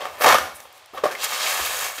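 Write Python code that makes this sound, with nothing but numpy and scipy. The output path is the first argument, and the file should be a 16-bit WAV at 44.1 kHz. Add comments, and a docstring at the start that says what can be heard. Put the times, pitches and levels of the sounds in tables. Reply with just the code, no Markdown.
"""A large taped cardboard box is turned on a table in a small room, heard close by.
One edge judders over the table top in noisy catches, then the box rocks and drops flat with a hollow
knock: slip bursts and panel swings ring the box. The flat bottom then swivels with a long dry hiss of
grains, while the tape ticks and brushes under the fingers. Beneath lie a table hum and steady noise."""
import sys
import numpy as np
from scipy import signal
from scipy.fft import rfft, irfft
from scipy.io import wavfile
from scipy.ndimage import uniform_filter1d, minimum_filter1d

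SR = 44100
rng = np.random.default_rng(int(sys.argv[2]) if len(sys.argv) > 2 else 0)


def log_audio(samples):
    """Write samples as a 16-bit WAV file to the path given in sys.argv[1]."""
    # one column per channel
    frames = np.atleast_2d(samples).T
    # limit to full scale, then quantise
    limited = np.clip(frames, -1, 1)
    pcm = np.round(limited * 32767).astype(np.int16)
    wavfile.write(sys.argv[1], SR, pcm)


N = 88200  # two seconds of samples

# Catches of the edge on the table: (time [s], relative level [dB], crack against crush [dB],
# burst time scale [s], nominal panel pitch [Hz])
EDGE_CATCHES = [(.016, -24, -9, 0.0039, 1110), (.054, -15.5, -10, 0.0012, 850),
                (.073, -28, -11, 0.0018, 990), (.208, -13.5, 0, 0.0061, 512), (.217, -13, 2, 0.0045, 744),
                (.234, -20, 14, 0.0054, 625), (.243, 3, -6.5, 0.0018, 893), (.2585, 2.5, -2.5, 0.009, 772),
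                (.270, -3, -12, 0.0034, 950), (.281, -12, -7, 0.0012, 1310), (.288, 3.5, 6.5, 0.0011, 1010),
                (.296, -4, -5, 0.0039, 1240), (.307, -4, -4, 0.0046, 907), (.3235, 2.5, -4, 0.00257, 1010),
                (.344, -0.5, -4, 0.0011, 672), (.350, -5.5, -11, 0.0051, 1220),
                (.3835, -12.5, -2, 0.00155, 1520), (.653, -32.5, -25, 0.003, 810),
                (.974, -19, -11, 0.0087, 1130), (1.108, -19, 1, 0.011, 1520),
                (1.978, -24.5, 6, 0.0082, 1420)]
# Knocks of the bottom on the table: (time [s], relative level [dB], crack against crush [dB],
# burst time scale [s], nominal panel pitch [Hz])
BOTTOM_KNOCKS = [(.934, -24, -25, 0.0062, 396), (.945, -22, -13, 0.0065, 780),
                 (1.0365, -4, -9.5, 0.0036, 490), (1.0405, -7, -13, 0.0029, 780),
                 (1.0535, -5, -13, 0.0041, 563), (1.062, -9.5, -18, 0.0029, 1220),
                 (1.595, -22.5, -20, 0.011, 400)]
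# Ring of the panels and the air in the box: (frequency [Hz], relative level [dB], 60 dB decay [s])
BOX_RING = [(241, -1, 0.19), (410.4, -12.5, 0.15), (521.6, -4.5, 0.066), (582, -15, 0.19),
            (755.5, 0.5, 0.11), (810, -10, 0.076), (895, -24, 0.071), (990, -22, 0.15), (1062, -9, 0.084),
            (1190, -10, 0.049), (1270, -20, 0.23), (2240, 5, 0.062), (2700, -7, 0.13)]
# Pressure of the dragged edge: (time [s], level [dB])
SCRAPE_LEVELS = [(0, -34), (.03, -31.5), (.065, -31.5), (.12, -43.5), (.19, -38.5), (.225, -28.5),
                 (.28, -9.5), (.34, -24), (.40, -34), (.47, -37), (.54, -47), (.62, -48.5), (.70, -54),
                 (.78, -52.5), (.92, -59.5), (.97, -36.5), (1.02, -43.5), (1.08, -30.5), (1.18, -48),
                 (1.25, -48)]
# Swivel of the flat bottom: (time [s], relative rub level [dB], relative rasp level [dB],
# relative hiss level [dB])
SWIVEL_LEVELS = [(1.17, -38.5, -44, -47.5), (1.22, -35.5, -29, -36.5), (1.246, -26.5, -23, -21.5),
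                 (1.262, -31, -29, -37), (1.282, -33, -35.5, -34.5), (1.334, -27, -26.5, -30.5),
                 (1.372, -32, -31, -32.5), (1.414, -27.5, -27, -34), (1.478, -28, -24.5, -26.5),
                 (1.602, -26, -31, -29.5), (1.618, -30.5, -27.5, -29), (1.666, -29, -27.5, -35),
                 (1.676, -31, -32, -30.5), (1.858, -29, -30, -29), (1.942, -39, -43.5, -42),
                 (1.96, -41, -38, -36)]
# Ticks and creaks of the tape: (time [s], relative level [dB], pitch [Hz], width [Hz],
# burst time scale [s])
TAPE_TICKS = [(0.012, -23, 3280, 206, 0.0038), (.602, -31, 4470, 9000, 0.0018),
              (0.727, -40, 13200, 5940, .0008), (.7785, -43, 7000, 12100, 0.0011),
              (0.8594, -38, 6960, 14000, 0.00063), (0.978, -28.5, 3140, 400, 0.0024),
              (1.15, -15, 2100, 120, .003), (1.464, -13, 2215, 120, 0.0043),
              (1.982, -22.5, 3540, 500, 0.003)]
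# Brief brushes of skin and tape: (time [s], level [dB], half length [s], pitch [Hz], width [Hz])
TAPE_BRUSHES = [(0.132, -53, .05, 8000, 12000), (0.232, -28, 0.019, 13000, 4000),
                (.561, -41, 0.0093, 10200, 3000), (0.605, -52, 0.043, 10500, 9000),
                (0.77, -55.5, .025, 9000, 8900), (0.957, -51, .015, 13000, 5000),
                (1.128, -50, 0.043, 9000, 10000), (1.253, -31, 0.005, 6200, 9000),
                (1.426, -30, 0.025, 4200, 1800), (1.657, -28, 0.011, 10200, 9000)]
# Rumble of the table top: (time [s], level [dB])
TABLE_RUMBLE = [(0, -64), (.24, -68), (.30, -50), (.36, -48), (.47, -55.5), (.62, -62), (.72, -77),
                (.90, -85), (.96, -57), (1.08, -67), (1.2, -70), (1.57, -71), (1.62, -47), (1.69, -57),
                (1.76, -60.5), (2.0, -67)]
# Decay of the room tail: (frequency [Hz], 60 dB decay [s])
ROOM_DECAY = [(100, 0.77), (500, 0.35), (1500, 0.43), (5000, 0.44), (15000, 0.49)]

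# Tone of the crushed board under a catch: (frequency [Hz], relative gain [dB])
CATCH_TONE = [(30, -65), (120, -27), (250, -15.5), (400, -12.5), (550, -3.5), (800, -9.5), (1300, -0.5),
              (1900, -13), (3000, -13.5), (6000, -39), (16000, -79)]
# Tone of the crushed board under a knock: (frequency [Hz], relative gain [dB])
KNOCK_TONE = [(30, -26), (120, -18.5), (250, -8), (420, 3), (560, 1.5), (900, -3), (1250, 1.5), (1800, -14),
              (4000, -18), (16000, -44)]
# Tone of the bright crack: (frequency [Hz], relative gain [dB])
CRACK_TONE = [(100, -64), (700, -21), (1600, 4), (3000, -7.5), (5500, -8), (9000, -14.5), (13500, -14),
              (16000, -25)]
# Tone of the grinding edge: (frequency [Hz], relative gain [dB])
SCRAPE_TONE = [(40, -42), (130, -16.5), (240, -19), (380, -6.5), (550, 1), (800, 2), (1250, -2), (2000, -6),
               (3200, -11.5), (6000, -18), (10000, -26.5), (13500, -24), (15500, -28)]
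# Tone of the rubbing bottom: (frequency [Hz], relative gain [dB])
RUB_TONE = [(40, -41), (200, -23.5), (320, -20), (500, -4.5), (800, -2), (1500, 0), (2300, -3.5),
            (3500, -12.5), (7000, -35), (16000, -56)]
# Tone of the rasping bottom edge: (frequency [Hz], relative gain [dB])
RASP_TONE = [(600, -38), (1800, -16), (2700, -3.5), (3800, -4), (5200, -6), (7500, -13.5), (15000, -47)]
# Tone of the tape hiss: (frequency [Hz], relative gain [dB])
HISS_TONE = [(1000, -23.5), (4000, -29), (6500, 1), (8000, -1), (10000, -4), (13500, -2), (15500, -8.5)]
# Tone of the background noise: (frequency [Hz], relative gain [dB])
FLOOR_TONE = [(25, -27), (50, -23), (72, -1), (100, 3), (200, -29), (400, -5), (750, 7.5), (1500, 3),
              (3500, 3), (8000, -9), (16000, -26)]

RING_DB = -48
FLEX_RISE_S, FLEX_JITTER = 0.0036, 0.015  # the jitter is a share of the panel pitch
RUB_DB, RASP_DB, HISS_DB = -1, -2.5, -2
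EARLY_DB, EARLY_S = -10.5, 0.0027
ROOM_DB, ROOM_GAP_S = -9.5, 0.0035
RUMBLE_HZ, FLOOR_DB = 74.5, -52.5
CEILING, LIMIT_S, TOP_HZ = 0.77, 0.0033, 15550


def catches():
    """The juddering edge catches on the table and lets short bursts into the box."""
    return blows(EDGE_CATCHES, CATCH_TONE, gain_db=13.5, flex_db=-2, flex_s=0.0025, crack_stretch=1.47)


def knocks():
    """The bottom meets the table, and its panels swing longer for a hollow knock."""
    return blows(BOTTOM_KNOCKS, KNOCK_TONE, gain_db=9, flex_db=-1, flex_s=0.0041, crack_stretch=3.0)


def blows(table, tone, gain_db, flex_db, flex_s, crack_stretch):
    """Each contact flexes a panel, crushes the board briefly and gives a longer, bright crack."""
    crush, swing, crack = np.zeros((3, N))
    for start, db, crack_db, length, hz in table:
        swing += undb(db + flex_db) * flex(start, hz, flex_s)
        crush += undb(db) * burst(start, length)
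        crack += undb(db + crack_db) * burst(start, length * crack_stretch)
    hollow = box(colour(crush, tone) + swing)
    return undb(gain_db) * (hollow + colour(crack, CRACK_TONE))


def flex(start, hz, decay):
    """The struck panel swings for a few cycles; energy 1."""
    age = np.maximum(np.arange(N) / SR - start, 0)
    pitch = hz * (1 + FLEX_JITTER * rng.standard_normal())
    envelope = (1 - np.exp(-age / FLEX_RISE_S)) * np.exp(-age / decay)
    swing = np.sin(2 * np.pi * pitch * age) * envelope
    return swing / np.linalg.norm(swing)


def burst(start, length):
    """A cluster of slips that builds up quickly and dies away; energy 1."""
    age = np.maximum(np.arange(N) / SR - start, 0) / length
    slips = grit(16000, 2.57) * age * np.exp(-1.5 * age)
    return slips / np.linalg.norm(slips)


def box(push):
    """The push itself plus the ring of the panels and the air inside."""
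    t = np.arange(SR // 2) / SR
    ring = np.zeros(len(t))
    for hz, db, t60 in BOX_RING:
        ring += undb(db) * np.cos(2 * np.pi * hz * t) * np.exp(-np.log(1000) * t / t60)
    return push + undb(RING_DB) * convolve(push, ring)


def scrape():
    """The edge grinds over the table in coarse grains that ring the box."""
    grind = box(colour(grit(4000, 3.4), SCRAPE_TONE))
    return curve(*np.array(SCRAPE_LEVELS).T) * unit(grind)


def swivel():
    """The flat bottom slides: fine grains in the board, a rasp from its edge, hiss from the tape."""
    times, rub_db, rasp_db, hiss_db = np.array(SWIVEL_LEVELS).T
    rub = curve(times, rub_db + RUB_DB) * unit(box(colour(grit(5000, 4.06), RUB_TONE)))
    rasp = curve(times, rasp_db + RASP_DB) * colour(grit(6000, 1.8), RASP_TONE)
    hiss = curve(times, hiss_db + HISS_DB) * colour(grit(12000, 4.6), HISS_TONE)
    return rub + rasp + hiss


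def tape(tick_db):
    """Slip bursts tick and creak in the wrapping; swells of fine grains brush under the hand."""
    t = np.arange(N) / SR
    ticks, brushes = np.zeros((2, N))
    for start, db, hz, width, length in TAPE_TICKS:
        ticks += undb(db + tick_db) * band(burst(start, length), hz, width)
    for at, db, half, hz, width in TAPE_BRUSHES:
        swell = np.exp(-((t - at) / half) ** 2 / 2)
        brushes += undb(db) * swell * band(grit(7200, 2.4), hz, width)
    return ticks + brushes


def table_top():
    """The table hums at its lowest resonance as the weight shifts."""
    return curve(*np.array(TABLE_RUMBLE).T) * unit(band(grit(810, 7.1), RUMBLE_HZ, 14))


def room(x):
    """The table scatters early echoes; bare walls return a dense tail whose low end lasts longest."""
    t = np.arange(N) / SR
    hz, t60 = np.array(ROOM_DECAY).T
    noise = rfft(rng.standard_normal(N))
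    log_f = np.log(np.fft.rfftfreq(N, 1 / SR) + 1)
    tail = np.zeros(N)
    # overlapping bands of one noise, each with its own decay
    for share, decay in zip(np.eye(len(hz)), t60):
        part = irfft(noise * np.interp(log_f, np.log(hz), share), N)
        tail += part * np.exp(-np.log(1000) * t / decay)
    tail *= t > ROOM_GAP_S
    early = band(grit(2000, 0.79) * np.exp(-t / EARLY_S) * (t > .001), 4300, 11000)
    early_echoes = undb(EARLY_DB) * early / np.linalg.norm(early)
    late_echoes = undb(ROOM_DB) * tail / np.linalg.norm(tail)
    return x + convolve(x, early_echoes + late_echoes)


def background():
    """Steady coloured noise lies under everything."""
    return undb(FLOOR_DB) * colour(rng.standard_normal(N), FLOOR_TONE)


def grit(rate, spread_db):
    """Dense tiny slips of fibres, of uneven size, at a mean rate per second; rms 1."""
    size = undb(spread_db * np.minimum(rng.exponential(size=N), 4))
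    slips = (rng.random(N) < rate / SR) * rng.choice([-1, 1], N)
    return unit(slips * size)


def curve(times, db):
    """Gain along a level curve, faded to silence outside it."""
    t = np.arange(N) / SR
    outside = np.maximum(times[0] - t, 0) + np.maximum(t - times[-1], 0)
    return undb(np.interp(t, times, db)) * np.exp(-outside / 0.055)


def band(x, hz, width):
    """One resonance that keeps the power of white noise."""
    f = np.geomspace(20, SR / 2, num=400)
    detuning = (f * f - hz * hz) / (f * width)
    return colour(x, np.c_[f, -10 * np.log10(1 + detuning ** 2)])


def colour(x, points, size=4096):
    """Causal filter through (frequency [Hz], gain [dB]) points that keeps the power of white noise."""
    hz, db = np.array(points, float).T
    log_f = np.log(np.fft.rfftfreq(size, 1 / SR) + 1)
    log_gain = np.interp(log_f, np.log(hz), np.log(undb(db)))
    # folding the cepstrum forward gives minimum phase
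    cepstrum = irfft(log_gain)
    cepstrum[1:size // 2] *= 2
    cepstrum[size // 2 + 1:] = 0
    response = irfft(np.exp(rfft(cepstrum)))
    return convolve(x, response / np.linalg.norm(response))


def convolve(x, response):
    """Play a sound through a response."""
    return signal.fftconvolve(x, response)[:N]


def unit(x):
    """Scale to rms 1."""
    return x / np.sqrt(np.mean(x ** 2))


def undb(db):
    """Turn decibels into an amplitude factor."""
    return 10 ** (np.asarray(db) / 20)


def scene():
    """The handled box sounds in the room, over table hum and background; both channels are alike."""
    handling = catches() + knocks() + scrape() + swivel() + tape(tick_db=14)
    mono = room(handling) + table_top() + background()
    return np.array([mono, mono])


def record(dry):
    """A quick limiter holds the loudest peaks; the top is cut."""
    span = max(int(LIMIT_S * SR), 2)
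    gain = np.minimum(1, CEILING / (np.abs(dry).max(axis=0) + 1e-9))
    gain = uniform_filter1d(minimum_filter1d(gain, span), span)
    top_cut = signal.ellip(12, .1, 90, TOP_HZ, fs=SR, output="sos")
    return signal.sosfilt(top_cut, dry * gain)


dry = scene()
out = record(dry)
log_audio(out)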